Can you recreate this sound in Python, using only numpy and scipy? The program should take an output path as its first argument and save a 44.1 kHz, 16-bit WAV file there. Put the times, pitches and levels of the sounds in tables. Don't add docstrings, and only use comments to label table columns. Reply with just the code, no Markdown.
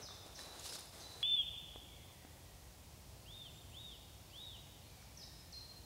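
import sys
import numpy as np
from scipy import signal
from scipy.fft import rfft, irfft, next_fast_len
from scipy.io import wavfile
from scipy.ndimage import uniform_filter1d

SR = 44100
rng = np.random.default_rng(int(sys.argv[2]) if len(sys.argv) > 2 else 0)


def rack_gain(trim_db):
    fader = np.asarray(trim_db, float)
    return 10 ** (fader / 20)


def generate_wav(sig):
    pcm = np.round(np.clip(np.atleast_2d(sig).T, -1, 1) * 32767).astype(np.int16)
    wavfile.write(sys.argv[1], SR, pcm)


N = 257984
SCENE_CHANGE_S = 1.2293


def evened(x):
    return x / np.sqrt(np.mean(x ** 2) + 1e-20)


def read(points, hz):
    point_hz, value = np.transpose(points)
    return np.interp(np.log(hz + 1), np.log(point_hz + 1), value)


def add(mix, start_s, sound):
    part = mix[round(start_s * SR):][:len(sound)]
    part += sound[:len(part)]


def colour(x, points):
    size = next_fast_len(len(x))
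    gain = rack_gain(read(points, np.fft.rfftfreq(size, 1 / SR)))
    return irfft(rfft(x, size) * gain, size)[:len(x)]


def drift(count, window):
    return evened(uniform_filter1d(rng.standard_normal(count), size=window))


def whistle(pitch_hz, level_db, flicker_db):
    size = len(pitch_hz)
    noise = uniform_filter1d(rng.standard_normal((2, SR)), size=300)
    flicker, wobble = evened(uniform_filter1d(noise, size=200))[:, :size]
    pitch_hz = pitch_hz * (1 + 0.0022 * flicker_db * wobble)
    tone = np.sin(2 * np.pi * np.cumsum(pitch_hz) / SR)
    tone *= signal.windows.tukey(size, min(1, 160 / size))
    return np.sqrt(2) * rack_gain(level_db + flicker_db * flicker) * tone


# pitch_hz, t60_s
TRUNK_DECAY = [(500, 2.1), (2300, 2.2), (3500, 1.64), (5200, 1), (8000, 1.09)]


def wood(x, wet_db, build_s, early_db, depth=0.92, path=((0, 0),)):
    count = 2 * SR // 20
    echoes = np.zeros(2 * SR)
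    echoes[20 * np.arange(count) + rng.integers(0, 20, count)] = rng.choice([-1., 1.], count)
    hz, t, bands = signal.stft(echoes, SR, nperseg=256)
    t60_s = depth * read(TRUNK_DECAY, hz)[:, None]
    tail = signal.istft(bands * rack_gain(-60 * t / t60_s), SR, nperseg=256)[1]
    tail *= 1 - np.exp(-np.arange(len(tail)) / SR / build_s)
    tail *= rack_gain(wet_db) / np.sqrt(np.sum(tail ** 2))
    bounces = np.round(np.array([.0031, .0074, .0131, .022]) * SR).astype(int)
    tail[bounces] += rack_gain(early_db) * np.array([-0.048, -0.73, 0.73, -0.61])
    return colour(x, path) + signal.fftconvolve(x, tail)[:N]


def sing(notes, wet_db, build_s, early_db, depth, path=((0, 0),)):
    dry = np.zeros(N)
    for start_s, sound in notes:
        add(dry, start_s, sound)
    return wood(dry, wet_db, build_s, early_db, depth, path)


# pitch_hz, level_db (per Hz)
AIR_SPECTRUM = [(13, -57), (22, -30.5), (54, 1.5), (114, -2), (240, -14.5), (325, -14.5), (427, -17.5),
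                (477, -16.5), (782, -16), (1430, -26), (3440, -23.5), (5800, -24.5), (15600, -30)]
# start_s, level_db
TRAFFIC_SWELL = [
    (0.0, -63),
    (0.9, -64.5),
    (1.9, -60),
    (2.3, -61.5),
    (2.7, -60.5),
    (3.7, -58),
    (4.1, -60.5),
    (4.6, -59),
    (5.85, -62),
]
AIR_DB = -57.5


def air():
    frames, hz = N // 256 + 5, np.fft.rfftfreq(1024, 1 / SR)
    real, imaginary, patches = rng.standard_normal((frames, 513, 3)).T
    patches = uniform_filter1d(patches, size=10, axis=0)
    patches = evened(uniform_filter1d(patches, size=30, axis=1))
    start_s, level_db = np.transpose(TRAFFIC_SWELL)
    frame_s = (np.arange(frames) - 2) * 256 / SR
    swell_db = np.interp(frame_s, start_s, level_db - level_db.mean())
    rumble_share = 0.75 / (1 + (hz[:, None] / 200) ** 4)
    bands = (real + 1j * imaginary) * rack_gain(0.096 * patches + rumble_share * swell_db)
    noise = signal.istft(bands, nperseg=1024, noverlap=768)[1][:N]
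    return rack_gain(AIR_DB) * evened(colour(noise, AIR_SPECTRUM))


# start_s, level_db
FLOCK_SWELL = [
    (2.901, -83),
    (3.3, -80),
    (3.7, -85),
    (4.0, -78.5),
    (4.35, -75),
    (4.7, -87),
    (5.05, -75.5),
    (5.4, -81),
    (5.85, -78),
]


def flock():
    notes = []
    s, db = np.transpose(FLOCK_SWELL)
    for when, pitch, glide in rng.random((260, 3)):
        start_s = s[0] + when * (s[-1] - s[0])
        pitch_hz = (3700 + 1700 * pitch) * np.linspace(1.08 + 0.193 * glide, 1, 700)
        notes.append((start_s, whistle(pitch_hz, np.interp(start_s, s, db), 1.35)))
    return notes


# start_s, length_s, pitch_hz, level_db
DISTANT_NOTES = [(1.88, .07, 2274, -76), (1.98, .08, 2075, -79), (2.1, .078, 1980, -79.5),
                 (2.22, .089, 1880, -79), (2.4, .08, 1885, -87), (2.552, .08, 1905, -85),
                 (3.497, .07, 7500, -75.5), (3.696, 0.048, 7130, -75), (3.84, .05, 7300, -80),
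                 (4.575, .13, 6650, -80), (4.857, 0.077, 2370, -78), (4.948, 0.085, 2255, -76.5),
                 (5.17, 0.094, 1833, -80), (5.27, 0.06, 1875, -82), (5.37, .1, 1856, -85),
                 (4.84, .043, 4170, -74)]
DISTANT_FALL = .04


def distant():
    notes = []
    for start_s, length_s, pitch_hz, level_db in DISTANT_NOTES:
        size = round(length_s * SR)
        fall = DISTANT_FALL * np.linspace(.5, -.5, size)
        waver = 0.02 * drift(SR, 900)[:size]
        notes.append((start_s, whistle(pitch_hz * (1 + fall + waver), level_db, 3.6)))
    return sing(notes + flock(), 1.7, 0.0083, -11.0, 1.0)


# start_s, level_db (peak), pitch_hz
TWIG_SNAPS = [(.392, -46, 5300), (.596, -44, 6900), (.598, -52, 8700), (.657, -47, 8000), (.66, -51, 4540),
              (.725, -45, 7550), (.757, -48, 5630), (.79, -47, 10000), (.796, -46, 9500), (.807, -47, 7000),
              (.856, -50, 10100)]
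TWIG_T60_S = 0.015
# start_s, level_db (peak), pitch_hz, t60_s
STONE_KNOCKS = [(.043, -48.5, 594, 0.031), (.087, -50, 1210, 0.027), (.107, -51.5, 1160, 0.034),
                (.262, -52, 461, .04), (.391, -47, 1780, .025), (.442, -49, 700, 0.014),
                (.66, -48.5, 1205, .02), (.725, -43, 1500, 0.0074), (.757, -47, 1300, 0.016),
                (1.159, -52, 420, 0.051), (1.7597, -39, 495, .0053), (1.7602, -50.5, 1500, .0082),
                (2.1, -52, 1110, .01), (2.249, -46.5, 270, 0.029), (2.2509, -45.5, 810, 0.0094),
                (2.25, -53, 1600, .008), (2.339, -59, 536, .012), (4.165, -47.5, 150, 0.035),
                (5.026, -54, 1353, .011)]


def snaps():
    out, t = np.zeros(N), np.arange(2000) / SR
    twigs = [row + (TWIG_T60_S,) for row in TWIG_SNAPS]
    for start_s, level_db, pitch_hz, t60_s in STONE_KNOCKS + twigs:
        splinters = 1 + .5 * drift(len(t), max(round(SR / pitch_hz), 1))
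        ring = np.sin(2 * np.pi * pitch_hz * t)
        add(out, start_s, rack_gain(level_db - 60 * t / t60_s) * ring * splinters)
    return wood(out, -10.0, 0.0092, -18.0)


# start_s, decay_s, soil_level_db, leaf_level_db
BOOT_CRUSHES = [(0.0, 0.021, -54.5, -61.5), (.11, 0.11, -61, -66), (.264, 0.055, -62.5, -65),
                (.4, 0.027, -59, -55), (.45, 0.14, -58, -62), (.54, .05, -60, -62), (.6, 0.014, -63, -54.5),
                (0.661, 0.017, -60, -46), (.7, 0.045, -59, -55), (.756, 0.0059, -56.5, -46.5),
                (.79, 0.028, -61, -55), (.855, 0.018, -66, -63), (.95, 0.3, -60, -59),
                (1.222, 0.018, -63, -65)]
BUILD_S = 0.015


def press(level_column):
    t, power = np.arange(N) / SR, np.zeros(N)
    for row in BOOT_CRUSHES:
        lag = t - row[0]
        power += rack_gain(2 * row[level_column]) * np.exp(np.where(lag < 0, lag / BUILD_S, -lag / row[1]))
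    return np.sqrt(power)


# pitch_hz, level_db (per Hz)
SOIL_SPECTRUM = [(88, -51), (150, -16), (340, -2), (800, -2.5), (889, -4.5), (962, -4.5), (3500, -17),
                 (4550, -49), (7700, -120)]
# pitch_hz, level_db (per Hz)
LEAF_SPECTRUM = [(1180, -50), (2000, -23), (2590, -11.5), (3200, -10), (3550, -3.5), (4590, -5),
                 (5130, -4.5), (5590, -8), (9930, -10), (15500, -24)]


def crunch(pressure, body, grains_per_s, spread_db):
    hits = (rng.random(N) < grains_per_s / SR) * rng.standard_normal(N)
    clumps_db = 2.5 * drift(N, 350)
    sizes = rack_gain(spread_db * np.minimum(rng.exponential(1, N), 4) + clumps_db)
    return pressure * evened(colour(hits * sizes + 0.68 * rng.standard_normal(N), body))


def boots():
    soil = crunch(press(level_column=2), SOIL_SPECTRUM, 3000, 3.5)
    leaves = crunch(press(level_column=3), LEAF_SPECTRUM, 8000, 2.5)
    return soil + leaves


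# crest_s, crest_hz, level_db, rise_stretch, roundness
FAR_ARCHES = [
    (3.366, 3696, -57, 1.07, 2.2),
    (3.83, 3788, -56, 1.03, 2),
    (4.44, 3820, -55.5, 1.2, 1.8),
]
RISE_S, FALL_S, RISE_HZ, FALL_HZ = .122, .136, 1600, 1077


def arch(crest_s, crest_hz, level_db, stretch, roundness):
    rise_s = RISE_S * stretch
    t = np.arange(-rise_s, FALL_S, 1 / SR)
    rising = t < 0
    reach = abs(t / np.where(rising, t[0], FALL_S))
    pitch_hz = crest_hz - np.where(rising, RISE_HZ, FALL_HZ) * reach ** roundness
    weakening_db = np.where(rising, 8.5, 9.5) * ((crest_hz - pitch_hz) / 1000) ** 2.4
    return crest_s + t[0], whistle(pitch_hz, level_db - weakening_db, 2.2)


def far_thrush():
    return sing([arch(*row) for row in FAR_ARCHES], -5.0, 0.0052, -18.0, 0.91)


# start_s, pitch_hz, level_db
NEAR_WHISTLE = [
    (1.15, 2350, -47),
    (1.195, 2960, -33),
    (1.23, 3335, -33.5),
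    (1.268, 3540, -37.5),
    (1.325, 3537, -31),
    (1.368, 3482, -39),
    (1.39, 3330, -33),
    (1.412, 3273, -34),
    (1.433, 2800, -65),
]


def near_thrush():
    s, hz, db = np.transpose(NEAR_WHISTLE)
    t = np.arange(s[0], s[-1], 1 / SR)
    pitch_hz, level_db = [uniform_filter1d(np.interp(t, s, curve), size=400, mode="nearest")
                          for curve in (hz, db)]
    return sing([(s[0], whistle(pitch_hz, level_db, 0.33))], -11.5, 0.012, -19.0, 0.99)


DROOP_S, ATTACK_S, ATTACK_DB = 0.00607, 0.0019, -9


def chirp(start_s, length_s, rest_hz, level_db, settle_s,
          onset_hz, creep_hz_per_s, droop_hz, onset_db, onset_s, sag_db_per_s, flicker_db):
    t = np.arange(max(-start_s, 0), length_s, 1 / SR)
    tense = np.exp(-(t / settle_s) ** 1.48)
    droop = droop_hz * np.exp((t - length_s) / DROOP_S)
    pitch_hz = rest_hz + (onset_hz - rest_hz) * tense + creep_hz_per_s * t - droop
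    swell_db = onset_db * np.exp(-t / onset_s) + sag_db_per_s * t
    attack_db = ATTACK_DB * np.exp(-t / ATTACK_S)
    return max(start_s, 0), whistle(pitch_hz, level_db + swell_db + attack_db, flicker_db)


# start_s, length_s, rest_hz, level_db, settle_s
CHIFF_STROKES = [
    (.016, 0.0303, 5130, -48.5, .008),
    (.673, .04, 5104, -52.5, .01),
    (5.171, 0.0356, 5166, -48, 0.0066),
]
SLIDE_STROKES = [
    (.05, 0.043, 3470, -64, 0.016),
    (.72, 0.042, 3530, -67.5, .015),
    (5.205, .036, 3440, -63.5, .023),
]
CHAFF_STROKES = [
    (-.11, .122, 3950, -67, .011),
    (.347, 0.12, 3864, -65, 0.014),
    (.998, 0.12, 3910, -64, 0.011),
    (5.524, .088, 4120, -59.5, .0052),
]
# onset_hz, creep_hz_per_s, droop_hz, onset_db, onset_s, sag_db_per_s
CHIFF_SHAPE = (6450, 90, 30, -9, 0.05, -90)
SLIDE_SHAPE = (5200, 90, 33, 7.2, 0.011, 30)
CHAFF_SHAPE = (6600, 1500, 470, 8.2, .022, 4.4)


def warbler(from_s, until_s, flicker_db):
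    kinds = ((CHIFF_STROKES, CHIFF_SHAPE), (SLIDE_STROKES, SLIDE_SHAPE), (CHAFF_STROKES, CHAFF_SHAPE))
    rows = []
    for strokes, shape in kinds:
        rows += [row + shape for row in strokes if from_s <= row[0] < until_s]
    return [chirp(*row, flicker_db) for row in sorted(rows)]


# pitch_hz, level_db
BEHIND_LEAVES = [(3400, -6), (4200, 0), (5000, 3), (6000, -3)]
# pitch_hz, level_db
GROUND_DIP = [(4900, 1.5), (5150, -14), (5300, -10), (5480, 2.5)]
EDGE_HZ = 15760


def scene():
    early_warbler = warbler(-1, SCENE_CHANGE_S, 2.13)
    first = sing(early_warbler, 6.6, 0.0053, -2.5, 0.94, BEHIND_LEAVES) + boots()
    late_warbler = warbler(SCENE_CHANGE_S, N / SR, 1.3)
    again = sing(late_warbler, 4.0, 0.012, -14.0, 0.87, GROUND_DIP)
    second = near_thrush() + far_thrush() + again + distant()
    around = snaps() + air()
    edge = [(EDGE_HZ, 0), (EDGE_HZ + 20, -90)]
    before, after = [colour(part + around, edge) for part in (first, second)]
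    return np.where(np.arange(N) < SCENE_CHANGE_S * SR, before, after)[None]


def top_cut(x):
    return signal.sosfilt(signal.butter(12, 16550, fs=SR, output="sos"), x)


def record(dry):
    return top_cut(dry)


dry = scene()
out = record(dry)
generate_wav(out)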